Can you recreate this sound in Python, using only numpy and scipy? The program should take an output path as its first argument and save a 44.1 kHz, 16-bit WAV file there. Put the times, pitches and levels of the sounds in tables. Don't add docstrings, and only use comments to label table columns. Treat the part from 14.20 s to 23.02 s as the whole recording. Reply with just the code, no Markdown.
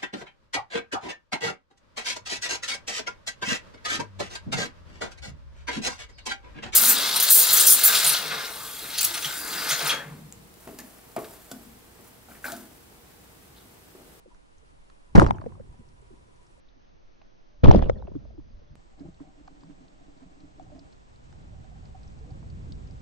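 import sys
import numpy as np
from scipy import signal
from scipy.fft import rfft, irfft
from scipy.io import wavfile
from scipy.ndimage import uniform_filter1d, map_coordinates

SR = 44100
rng = np.random.default_rng(int(sys.argv[2]) if len(sys.argv) > 2 else 0)


def voltage_ratio(level):
    return 10 ** (np.asarray(level, float) / 20)


def output_pcm(signal):
    pcm = np.clip(np.atleast_2d(signal).T, -1, 1) * 32767
    wavfile.write(sys.argv[1], SR, np.round(pcm).astype(np.int16))


N = 388857

CUT_S, SWIM_S = 2.4, 4.555
SLOW, SHOT_S, REPEAT_S = 0.6, 0.94, 3.416402
SWIM_SPEED = 0.787
EDGE_HZ = 11000

# (frequency [Hz], density [dB per Hz])
HISS_MID_SPECTRUM = [(88, -50.5), (150, 5), (189, 3.5), (275, -0.5), (365, 0.5), (730, -3), (970, -3),
                     (1540, -9), (6730, -15.5), (10500, -16.5), (13600, -38.5), (22000, -120)]
# (frequency [Hz], density [dB per Hz])
HISS_SIDE_SPECTRUM = [(88, -51.5), (150, 3.5), (226, -6), (295, 4), (340, -6.5), (460, -3.5), (826, -6),
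                      (1360, -11), (1940, -15.5), (10500, -35.5), (13600, -36.5), (22000, -120)]
HISS_DB, HISS_SIDE_DB = -68, -60.5
SWIM_HISS_DB, HISS_GROWTH_DB_PER_S = -69.5, 1.11
# (time [s], flow level [dB])
FLOW = [
    [(0, -76.5), (.5, -64.5), (.84, -77.5), (.95, -50), (1.5, -55), (1.8, -60), (2.4, -65.5)],
    [(4.55, -54.5), (4.68, -76.5), (4.85, -54.5), (5.3, -73), (6.0, -73), (6.5, -54.5), (6.85, -61),
     (7.15, -48), (7.85, -47), (8.45, -39), (8.82, -45)],
]
GUST_S, GUST_DB = 0.024, 0.5
SWELL_DB, SWIM_SWELL_DB = -54.5, -53
DRAG_DB = -12
# (frequency [Hz], density [dB per Hz])
SURGE_SPECTRUM = [(8, 12), (25, -8), (50, -6), (90, -32)]
# (frequency [Hz], density [dB per Hz])
RUMBLE_SPECTRUM = [(26, -38), (45, 1), (70, 0), (130, -4.5), (212, -15), (327, -28.5), (500, -30),
                   (650, -48), (1100, -120)]
# (frequency [Hz], density [dB per Hz])
WASH_SPECTRUM = [(70, -30), (140, 8), (330, -1), (520, -15), (800, -45)]
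WASH_DB, WASH_FLOW_DB, WASH_POWER = -53.5, -39.5, 1.37
# (time [s], frequency [Hz], level [dB])
MOAN = [
    (7.93, 400, -72),
    (8.05, 460, -61.5),
    (8.14, 513, -65),
    (8.2, 574, -77),
]
JOLT_DB, JOLT_T60_S, ROCK_HZ, ROCK_WIDTH_HZ, ROCK_MID_DB = -9.5, 0.15, 211, 53, -3.5
# (time [s], peak level [dB], centre [Hz])
SHRIMP_SNAPS = [(.1446, -58, 5740), (.382, -52, 6230), (.6998, -64, 4750), (1.6879, -53, 5250),
                (1.8156, -54, 7800), (2.1598, -55, 5700), (2.2317, -60, 8170), (2.2666, -54, 5540),
                (4.549, -59, 3720), (4.796, -50, 4430), (4.943, -51, 4100), (5.278, -51, 4440),
              (5.409, -49, 4260), (5.4347, -52, 4810), (5.682, -50, 4180), (5.9751, -58, 4260),
              (6.204, -50, 4250), (6.4266, -52.5, 6200), (6.593, -42.5, 4600), (6.726, -47, 4500),
              (6.9594, -52, 4350), (7.655, -48, 4600), (7.832, -47, 4600), (7.8777, -50.5, 5400),
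              (7.99, -53, 4360), (8.107, -48.5, 4640), (8.301, -47, 4540), (8.522, -37, 4300),
              (8.5533, -54, 5240), (8.6735, -49, 4750), (8.71, -49, 4680)]

# (frequency [Hz], width [Hz], level [dB])
GUN_MODES = [
    [(380, 98, -1.5), (497, 96, -8.5)],
    [(980, 70, -5)],
]
# (frequency [Hz], width [Hz], level [dB])
SWIM_GUN_MODES = [
    [(287, 68, -4), (174, 78, -5), (620, 100, -16.5)],
    [(765, 66, 0.17), (638, 76, -2.2)],
]
# (start [s], length [s], low mode level [dB], high mode level [dB])
RUBS = [(0.045, 0.025, -52, -86), (0.094, 0.036, -97, -59), (0.427, .1, -89, -90), (0.676, 0.07, -91, -72),
        (0.867, 0.088, -80, -72), (1.47, 0.89, -68.5, -70.5), (4.562, 0.4, -81, -72),
        (4.772, 0.12, -48, -78), (4.996, 0.11, -54, -60.5), (5.112, 1.5, -59.5, -72),
        (6.388, 0.3, -63.5, -66.5), (7.106, 0.79, -84, -67), (7.945, 0.32, -61, -66),
        (8.364, 0.61, -75, -69.5)]
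RUB_ATTACK_S, RUB_RELEASE_S = 0.034, 0.018
SCRAPE_DB, SCRAPE_T60_S = -25, 0.5
# (time [s], peak level [dB], ring [Hz], tick against ring [dB])
EARLY = [(0.056, -50.5, 454, -28), (0.073, -53.5, 292, -23), (0.116, -71, 980, -20), (0.146, -63, 990, 4),
         (0.427, -60, 390, -23), (0.519, -64, 254, -17), (0.7, -57, 1050, 5.5)]
# (time [s], peak level [dB], ring [Hz], tick against ring [dB])
RATTLE = [(1.1634, -53, 853, -34.5), (1.2148, -42, 940, -16), (1.2171, -43, 545, -38),
          (1.2601, -42.5, 620, -38), (1.2608, -30, 424.5, -52), (1.3214, -52, 870, -29),
          (1.3523, -52, 960, -22), (1.3751, -55.5, 485, -30.1), (1.3971, -40, 450, -38),
          (1.4703, -59.5, 330.5, -30.1), (1.4896, -54, 139, -40.1), (1.5391, -58.5, 701, -25),
          (1.5904, -50, 198, -30.1), (1.8193, -56, 374, -22.1), (1.903, -50, 324, -28.1),
          (1.925, -51.5, 264, -28.1), (2.0791, -60, 387, -13), (2.3761, -58, 484, -26.1)]
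# (time [s], peak level [dB], ring [Hz], tick against ring [dB])
TUGS = [(4.649, -64, 345, -12), (4.804, -40, 279, -32), (4.849, -45, 329, -30), (5.005, -40.5, 281, -27),
        (5.173, -58, 291, -25), (5.198, -50, 294, -31), (4.858, -53, 169, -33), (5.065, -60, 280, -27),
        (5.437, -51, 163, -35), (5.467, -55, 182, -35), (5.504, -60, 156, -35), (5.625, -56, 265, -30),
        (5.668, -66, 179, -30), (5.306, -51, 285, -27), (5.369, -54.5, 297, -17), (5.429, -51, 278, -24.5),
        (5.494, -44, 283, -33), (5.606, -51, 265.5, -26), (5.809, -53, 285, -27), (6.055, -56, 179, -29),
        (6.233, -49.5, 287, -32), (6.429, -54, 302, -30), (6.52, -52, 280, -30), (5.88, -50, 290, -25),
        (5.965, -55, 275, -18), (6.017, -48, 262, -27), (6.168, -56, 278, -24), (6.203, -50.5, 287, -16),
        (6.305, -64, 308, -22), (6.412, -49.5, 289, -25), (6.549, -45.5, 267, -13), (6.61, -52.5, 280, -25)]
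# (time [s], peak level [dB], ring [Hz], tick against ring [dB])
PINGS = [(4.853, -58, 793, -25), (5.045, -60, 755, -25), (5.808, -63, 686, -25), (5.88, -65, 657, -28),
         (5.965, -70, 650, -25), (6.028, -60, 665, -20), (6.095, -66, 710, -25), (6.58, -54, 646, -25),
         (6.4, -49, 714, -25), (6.518, -49, 596, -27), (6.555, -54.5, 665, -23), (7.127, -62.5, 810, 8),
         (7.325, -57.5, 590, -18.5), (7.444, -56, 765, 0), (7.515, -57.5, 715, -20), (7.555, -58, 770, -5),
         (7.624, -57, 740, -3), (7.746, -45.5, 748, -37), (7.345, -62, 780, -20), (7.378, -62, 745, -20),
         (7.96, -74, 780, -20), (8.172, -67, 760, -20), (8.04, -59.5, 710, -26), (8.104, -52.5, 754, -24),
         (8.228, -57.5, 660, -18)]
# (time [s], peak level [dB], ring [Hz], tick against ring [dB])
TAPS = [(6.5, -53, 640, -19), (5.003, -63, 990, -25), (4.4, -54, 640, -19), (5.2764, -45, 670, -10),
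        (5.2783, -49, 970, -21), (5.279, -54, 1260, -21), (5.2763, -62, 2130, -5), (4.5, -47, 750, -17),
        (3.8, -61, 810, -18), (6.3955, -41, 620, -25)]
# (time [s], peak level [dB], centre [Hz])
CLICKS = [(.6991, -50, 1300), (1.108, -25, 2200), (1.1845, -35, 1300), (1.2135, -45, 1600),
          (1.2185, -47, 1500), (1.2615, -48, 1700), (1.29, -58, 1700), (1.3215, -47, 1100),
          (1.397, -53, 1100), (1.41, -56, 1400), (2.085, -62, 1080), (2.266, -60, 1150), (4.79, -53, 800),
          (5.001, -48, 900), (5.277, -49, 2300), (5.434, -46, 1000), (6.396, -48, 900), (6.3965, -54, 4000),
          (6.518, -51, 700), (8.228, -50, 900)]

# (time [s], violence [dB])
CHURN = [
    (.951, 2.5),
    (.968, 1),
    (1.02, 0.5),
    (1.045, -10),
    (1.095, -13),
    (1.125, -28),
    (1.175, -26.5),
    (1.225, -34.5),
    (1.5, -55.5),
]
# (level at full violence [dB], slope [dB per dB])
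CHURN_LAW = [
    (-25, 0.6),
    (-25.5, 0.94),
    (-40, 1.4),
    (0.5, -0.08),
]
# (frequency [Hz], density [dB per Hz])
HEAVE_SPECTRUM = [(15, -10.5), (45, -8.5), (90, 5.5), (150, -3.5), (250, -55)]
# (frequency [Hz], density [dB per Hz])
ROAR_SPECTRUM = [(88, -33), (150, 0.5), (194, -3), (319, -4.5), (475, -14.5), (535, -12.5), (950, -11),
                 (1350, -24.5), (2500, -38), (3250, -60.5), (5500, -120)]
# (frequency [Hz], density [dB per Hz])
FIZZ_SPECTRUM = [(1060, -23.5), (1800, 4.5), (2140, -20), (3460, -12), (4880, -8.5), (7540, -13.5),
                 (9370, -24.5), (10800, -37.5), (14000, -69.5), (22000, -120)]
# (time [s], peak level [dB], centre [Hz])
GLINTS = [(1.0265, -36, 6000), (1.062, -39, 6000), (1.084, -41, 4860), (1.128, -54, 5700),
          (1.143, -51, 3180), (1.152, -55, 2900), (1.156, -57, 7200), (1.16, -54, 6000), (1.18, -60, 6500),
          (1.212, -55, 4400), (1.265, -62, 5800), (1.33, -60, 8400), (1.385, -62, 8400), (1.48, -60, 7900),
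          (1.62, -62, 8100), (1.74, -62, 5900), (2.07, -62, 6200), (2.31, -62, 8100)]
# (frequency [Hz], width [Hz], level [dB])
QUIVER = [(5700, 220, 0), (6770, 200, -5), (8050, 200, -2), (8380, 160, -2)]
QUIVER_DB = -90
# (time [s], peak level
# [dB], centre [Hz])
CRACKS = [(0.9533, -17, 2876), (0.958, -14, 4840), (0.9624, -21.5, 2496), (0.9684, -33.5, 2930),
          (0.9786, -41.5, 2524), (0.9862, -42, 2565), (0.9944, -28.5, 2548), (0.9988, -19.5, 4900),
          (0.9992, -19.5, 8850), (1.0108, -31, 5890), (1.0151, -31, 2476), (1.027, -40.5, 5770),
          (1.0433, -35.5, 2770), (1.062, -42, 6130), (1.066, -26, 3003), (1.0846, -46, 4620),
          (1.0465, -28, 2120), (1.052, -42.5, 4750), (1.057, -35, 2900), (1.0715, -34, 3000),
          (1.076, -36, 4890), (1.079, -42.5, 2390), (1.089, -44, 3200), (1.0935, -50, 3400),
          (1.1025, -42, 1700), (1.035, -34.5, 2800), (1.1083, -22, 3000), (1.213, -49, 4300)]
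# (time [s], peak level [dB], ring [Hz], tick against ring [dB], left-right [dB])
RECOIL = [(.9535, -22, 380, -10, -0.5), (.955, -13, 850, -16.5, 2.5), (.963, -21, 565, -31.5, 2),
          (.978, -19, 433, -14.5, -4.5), (.987, -24, 596, -25.5, 9), (.991, -26, 1080, -26.5, -2),
          (.997, -15.5, 1280, -10.5, 1), (1.012, -21, 794, -30, 9.5), (1.015, -34.5, 390.4, -23, 1.5),
          (1.017, -19, 890, -20.5, -1.5), (1.025, -21, 544, -23.5, 5), (1.038, -25.5, 398.5, -20.5, 1.5),
          (1.045, -28.5, 1266, -17.5, 2), (1.062, -25, 390, -17.5, 2), (1.071, -33, 940, -9.5, 18),
          (1.094, -58, 820, -8, -18), (1.102, -34, 388, -34, -7.5), (1.108, -19, 845, -26, 4.5),
          (.9545, -21, 1500, -22.5, 1), (.96, -21.5, 1900, -23.5, -0.5), (.9655, -26, 1490, -21, 2.5),
          (.9795, -19.5, 1300, -24.5, -2.5), (.994, -24.5, 1700, -24.5, 3.5),
          (1.019, -21.5, 1360, -23.5, 2.5), (1.0645, -28, 1200, -19.5, 0), (1.1085, -28, 1590, -15, 9)]
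# (time [s], peak level [dB], frequency [Hz], driven [s], t60 [s])
SLAMS = [
    (0.955, -9.5, 194, 0.0082, 0.037),
    (.9774, 6.5, 184, .0135, .0028),
    (1.1, -18.5, 200, 0.0088, 0.067),
]
# (time [s], peak level [dB], frequency [Hz], driven [s], t60 [s])
SHELL = [(.955, -23, 886, 0.0073, .008), (1.0115, -16.5, 553, 0.0037, 0.0066),
         (1.0204, -7, 333.4, 0.0105, 0.0051), (1.0176, -6.5, 858, 0.0014, 0.0049),
         (1.04, -21.5, 417, 0.0037, .01), (1.144, -36.5, 346, 0.012, 0.025), (1.16, -43, 859, 0.012, 0.027)]
# (time of the top [s], peak level [dB], width [s])
PUSHES = [(0.975, -3.5, 0.0035), (1.008, -18.5, 0.0014), (1.0347, -5, 0.0017), (1.068, -10, 0.0026),
          (1.114, -26, 0.002), (1.131, -20.5, 0.0015), (0.9539, -9.5, 0.0021), (1.0002, -10.5, 0.0011),
          (0.9646, -9.5, .001), (1.0487, -10.5, .0012), (1.098, -23, .002), (1.489, -39.5, 0.0059),
          (1.505, -49, .003), (1.597, -46, 0.00093), (1.612, -51, 0.0016), (1.625, -46, 0.0064)]
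# (time of the top [s], peak level [dB], width [s])
PULLS = [(0.9524, -9, 0.00045), (0.9782, -11.5, 0.00057), (.961, -11, 0.0026), (1.0032, -13.5, 0.0024),
         (1.010, -12.5, 0.002), (1.0383, -9.5, 0.002), (1.055, -19.5, 0.0011), (1.080, -18, 0.0013),
         (1.499, -33.5, .0025), (1.6, -38, 0.0013), (1.61, -45, 0.0013)]
PUSH_LEAN = 0.11
KICK_S, KICK_DB, KICK_WIDTH_S, KICK_LEAN = 0.9531, -4.5, 0.0011, 0.7


def evened(x):
    return x / np.sqrt(np.mean(x ** 2) + 1e-20)


def coloured(points, speed=1, count=N):
    hz = np.fft.rfftfreq(count, 1 / SR) / speed + 1e-3
    f, db = np.transpose(points)
    gain = voltage_ratio(np.interp(np.log(hz), np.log(f), db, -90, -90))
    return evened(irfft(rfft(rng.standard_normal(count)) * gain, count))


def lumps(s, depth_db):
    size = max(int(s * SR), 2)
    drift = uniform_filter1d(uniform_filter1d(rng.standard_normal(N), size), size)
    return evened(voltage_ratio(depth_db * evened(drift)))


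def gains(tables):
    t = np.arange(N) / SR
    out = 0
    for s, *columns in map(np.transpose, tables):
        out = out + np.array([voltage_ratio(np.interp(t, s, db, -150, -150)) for db in columns])
    return uniform_filter1d(out, size=60, axis=1)


def resonate(x, hz, width):
    turn = np.exp(2j * np.pi * np.cumsum(hz * np.ones(len(x))) / SR)
    r = np.exp(-np.pi * width / SR)
    once = signal.lfilter([1 - r], [1, -r], x / turn)
    twice = signal.lfilter([1 - r], [1, -r], once)
    return 2 * (turn * twice).real


def ports(mid, side):
    return np.array([mid + side, mid - side])


def add(mix, s, sound):
    part = mix[:, round(s * SR):][:, :sound.shape[1]]
    part += sound[:, :part.shape[1]]


def wake(rows, t60):
    t = np.arange(N) / SR
    out = 0
    for s, db, *_ in rows:
        u = np.maximum(t - s, 0)
        out = out + voltage_ratio(db - 60 * u / t60) * np.minimum(u / 0.0013, 1)
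    return out


def hiss():
    full, slow = (ports(voltage_ratio(HISS_DB) * coloured(HISS_MID_SPECTRUM, v),
                        voltage_ratio(HISS_SIDE_DB) * coloured(HISS_SIDE_SPECTRUM, v)) for v in (1, SWIM_SPEED))
    t = np.arange(N) / SR
    grown = voltage_ratio(SWIM_HISS_DB + HISS_GROWTH_DB_PER_S * (t - SWIM_S) + 2.0 - HISS_DB)
    return np.where(t < CUT_S, full, grown * slow) * lumps(0.03, 0.61)


def water(surge, rumble):
    out = 0
    for gain, points, lean, lead, apart in ((surge, SURGE_SPECTRUM, 0.2, 0.4, 0.25),
                                            (rumble, RUMBLE_SPECTRUM, 0.15, 0.3, 0.4)):
        mid = coloured(points)
        side = -lean * mid + lead * signal.hilbert(mid).imag + apart * coloured(points)
        out = out + gain * lumps(0.029, 0.47) * ports(mid, side)
    return out


def wash(flow):
    gain = voltage_ratio(WASH_DB) * (flow / voltage_ratio(WASH_FLOW_DB)) ** WASH_POWER * lumps(0.01, 2.5)
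    gain = gain * (np.arange(N) > SWIM_S * SR)
    return gain * ports(coloured(WASH_SPECTRUM), 0.73 * coloured(WASH_SPECTRUM))


def moan():
    t = np.arange(N) / SR
    s, hz, db = np.transpose(MOAN)
    whistle = evened(resonate(rng.standard_normal(N), np.interp(t, s, hz), 45.0))
    mid = voltage_ratio(np.interp(t, s, db, -150, -150)) * whistle
    return ports(mid, -0.2 * mid)


def rocking(gain):
    hz = ROCK_HZ * np.where(np.arange(N) < CUT_S * SR, 1, SWIM_SPEED)
    mid, side = (evened(resonate(d, hz, ROCK_WIDTH_HZ)) for d in rng.standard_normal((2, N)))
    return gain * ports(voltage_ratio(ROCK_MID_DB) * mid, side)


def sea():
    flow = gains(FLOW)[0] * lumps(GUST_S, GUST_DB)
    swell = np.where(np.arange(N) < CUT_S * SR, voltage_ratio(SWELL_DB), voltage_ratio(SWIM_SWELL_DB)) * lumps(GUST_S, GUST_DB)
    jolts = voltage_ratio(JOLT_DB) * wake(EARLY + RATTLE + TUGS, JOLT_T60_S)
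    return wash(flow) + water(swell + voltage_ratio(DRAG_DB) * flow, flow) + moan() + rocking(jolts)


def snaps(rows, width, t60, side, fall=0):
    out, t = np.zeros((2, N)), np.arange(1300) / SR
    for s, db, hz in rows:
        pitch = hz * (1 - fall * t / t60)
        a, b = (evened(resonate(rng.standard_normal(len(t)), pitch, width)) for _ in range(2))
        add(out, s - 0.0005, voltage_ratio(db - 11.0 - 60 * t / t60) * ports(a, side * b))
    return out


def shrimps():
    return snaps(SHRIMP_SNAPS, width=1400.0, t60=0.03, side=0.49)


def strokes():
    t = np.arange(N) / SR
    out = 0
    for s, length, *db in RUBS:
        attack, release = (t - s) / RUB_ATTACK_S, 1 + (s + length - t) / RUB_RELEASE_S
        held = np.clip(np.minimum(attack, release), 0, 1)
        out = out + voltage_ratio(np.array(db))[:, None] * held
    return out


def rubbing(levels):
    out, first = 0, np.arange(N) < CUT_S * SR
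    for gain, *parts in zip(levels, GUN_MODES, SWIM_GUN_MODES):
        drive = rng.standard_normal((2, N)) * lumps(0.012, 2.8)
        full, slow = ([evened(sum(voltage_ratio(db) * resonate(d, hz, w) for hz, w, db in modes)) for d in drive]
                      for modes in parts)
        mid, side = np.where(first, full, slow)
        out = out + voltage_ratio(-4.0) * gain * ports(mid, voltage_ratio(-10.0) * side)
    return out


def knocks(rows, cycles, rise, rough, side_db, upper, sag, hold):
    out, t = np.zeros((2, N)), np.arange(2600) / SR
    size = voltage_ratio(side_db)
    for (s, db, hz, tick_db, pan_db), phase in zip(rows, rng.random(len(rows))):
        lean = np.tanh(pan_db * np.log(10) / 20)
        lag = np.arccos(np.clip(lean * (1 + size ** 2) / (2 * size), -1, 1))
        shape = (1 - np.exp(-t * hz / rise)) * voltage_ratio(-60 * np.maximum(t * hz - hold, 0) / cycles)
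        turn = 2 * np.pi * (hz * t + 3 * sag * (1 - np.exp(-t * hz / 3)) + phase)
        over = upper * voltage_ratio(-60 * t / 0.0027) * np.sin(1.2 * turn)
        ring = ports(np.sin(turn) + over, size * (np.sin(turn + lag) - over)) * shape / shape.max()
        ring = ring + 0.62 * rough * shape * np.sin(0.25 * turn)
        ring = ring * (1 + rough * evened(uniform_filter1d(rng.standard_normal(len(t)), size=150)))
        crack = voltage_ratio(-60 * t / 0.0084) * (1 - np.exp(-t / 0.00012))
        tick_mid = coloured(FIZZ_SPECTRUM, 0.91, count=len(t))
        tick_side = 0.3 * coloured(FIZZ_SPECTRUM, 0.76, count=len(t))
        add(out, s, voltage_ratio(db) * (ring + voltage_ratio(tick_db) * ports(tick_mid, tick_side) * crack))
    return out


def leaning(rows, lean_db, scatter_db):
    return [(*row, lean_db + scatter_db * (2 * u - 1)) for row, u in zip(rows, rng.random(len(rows)))]


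def ticks(rows, cycles, side, rise):
    out, t = np.zeros((2, N)), np.arange(400) / SR
    for (s, db, hz), gap in zip(rows, rng.uniform(0.00065, 0.001545, len(rows))):
        onset = 1 - np.exp(-(t * hz / rise) ** 2)
        blow = voltage_ratio(db + 6 - 60 * t * hz / cycles) * np.sin(2 * np.pi * hz * t) * onset
        add(out, s, ports(blow, side * blow))
        add(out, s + gap, ports(-0.6 * blow, side * blow))
    return out


def line():
    low, high = strokes()
    scrape = voltage_ratio(SCRAPE_DB) * wake(EARLY + RATTLE + TUGS, SCRAPE_T60_S)
    rattle = knocks(leaning(RATTLE + EARLY + TAPS, -0.5, 2.5), cycles=8.0, rise=1.6, rough=0.047,
                    side_db=2.0, upper=0.77, sag=0.4, hold=4.0)
    tugs = knocks(leaning(TUGS, -3.1, 2.5), cycles=20.0, rise=0.4, rough=0.3,
                  side_db=-3.5, upper=0.9, sag=0.04, hold=4.5)
    pings = knocks(leaning(PINGS, -4.5, 3.0), cycles=40.0, rise=1.2, rough=0.15,
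                   side_db=-3.5, upper=0.1, sag=0.06, hold=7)
    clicks = ticks(CLICKS, cycles=6.0, side=-0.3, rise=0.4)
    return rubbing([low + scrape, high]) + rattle + tugs + pings + clicks


def quiver():
    t = np.arange(N) / SR
    sing = 0
    for hz, width, db in QUIVER:
        sing = sing + voltage_ratio(db) * lumps(0.02, 5) * evened(resonate(rng.standard_normal(N), hz, width))
    return ports(sing, 0.3 * sing) * voltage_ratio(QUIVER_DB) * (t > CHURN[0][0]) * (t < CUT_S)


def churn():
    s, violence = np.transpose(CHURN)
    levels = [db + per_db * violence for db, per_db in CHURN_LAW]
    heave, roar, fizz, side = gains([np.transpose([s, *levels])])
    # gain, spectrum, lump length [s], lump depth [dB], share of the side
    layers = ((heave * voltage_ratio(-1.5), HEAVE_SPECTRUM, 0.01, 1.5, 0.9),
              (roar * voltage_ratio(4.0), ROAR_SPECTRUM, 0.003, 3.0, 1.1),
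              (fizz * voltage_ratio(-5.0), FIZZ_SPECTRUM, 0.0015, 4.2, 0.45))
    out = 0
    for gain, points, length, depth_db, share in layers:
        out = out + gain * lumps(length, depth_db) * ports(coloured(points), side * share * coloured(points))
    return out


def recoil():
    out, t = np.zeros((2, N)), np.arange(N) / SR
    u = t[:4000]
    for s, db, hz, driven, t60 in SLAMS:
        shape = np.minimum(u * hz * 1.2, 1) * voltage_ratio(db - 60 * np.maximum(u - driven, 0) / t60)
        add(out, s, ports(0, shape * np.sin(2 * np.pi * hz * u)))
    for s, db, hz, driven, t60 in SHELL:
        shape = np.minimum(0.5 + 0.5 * u / driven, 1) * voltage_ratio(db - 60 * np.maximum(u - driven, 0) / t60)
        add(out, s, ports(0.68, -0.3)[:, None] * shape * np.sin(2 * np.pi * hz * u))
    v = (t - KICK_S) / KICK_WIDTH_S
    out += ports(0.3, -KICK_LEAN)[:, None] * voltage_ratio(KICK_DB) * v * np.exp(-v ** 2 / 2)
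    for sign, rows in ((1, PUSHES), (-1, PULLS)):
        for s, db, width in rows:
            v = (t - s) / width
            pulse = voltage_ratio(db) * (1 - 0.14 * v ** 2) * np.exp(-v ** 2 / 2)
            out += sign * ports(0.76, -PUSH_LEAN)[:, None] * pulse
    return out


def shot():
    cracks = snaps(CRACKS, width=1800.0, t60=0.0085, side=0.35)
    glints = snaps(GLINTS, width=350.0, t60=0.04, side=0.3, fall=0.25)
    blows = knocks(RECOIL, cycles=9.0, rise=0.71, rough=0.54, side_db=6.0, upper=0.58, sag=0.05, hold=0.3)
    return churn() + recoil() + cracks + glints + quiver() + blows


def scene():
    return hiss() + sea() + shrimps() + line() + shot()


def low_pass(x):
    return signal.sosfilt(signal.butter(12, 11780, fs=SR, output="sos"), x)


def record(dry):
    t = np.arange(N) / SR
    pressure = signal.lfilter(*signal.butter(1, 14.0, "high", fs=SR), dry)
    loud = np.clip(pressure, -1, 1)
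    bands = [signal.firwin(401, EDGE_HZ * v, window=("kaiser", 9), fs=SR) for v in (1, SWIM_SPEED)]
    full, swim = (signal.oaconvolve(loud, band[None], "same") for band in bands)
    at = (SHOT_S + SLOW * (t - REPEAT_S)) * SR
    repeat = np.array([map_coordinates(c, [at], order=5) for c in full])
    takes = np.where(t < CUT_S, full, np.where(t < SWIM_S, repeat, swim))
    return low_pass(np.clip(takes, -1, 1))


dry = scene()
out = record(dry)
output_pcm(out)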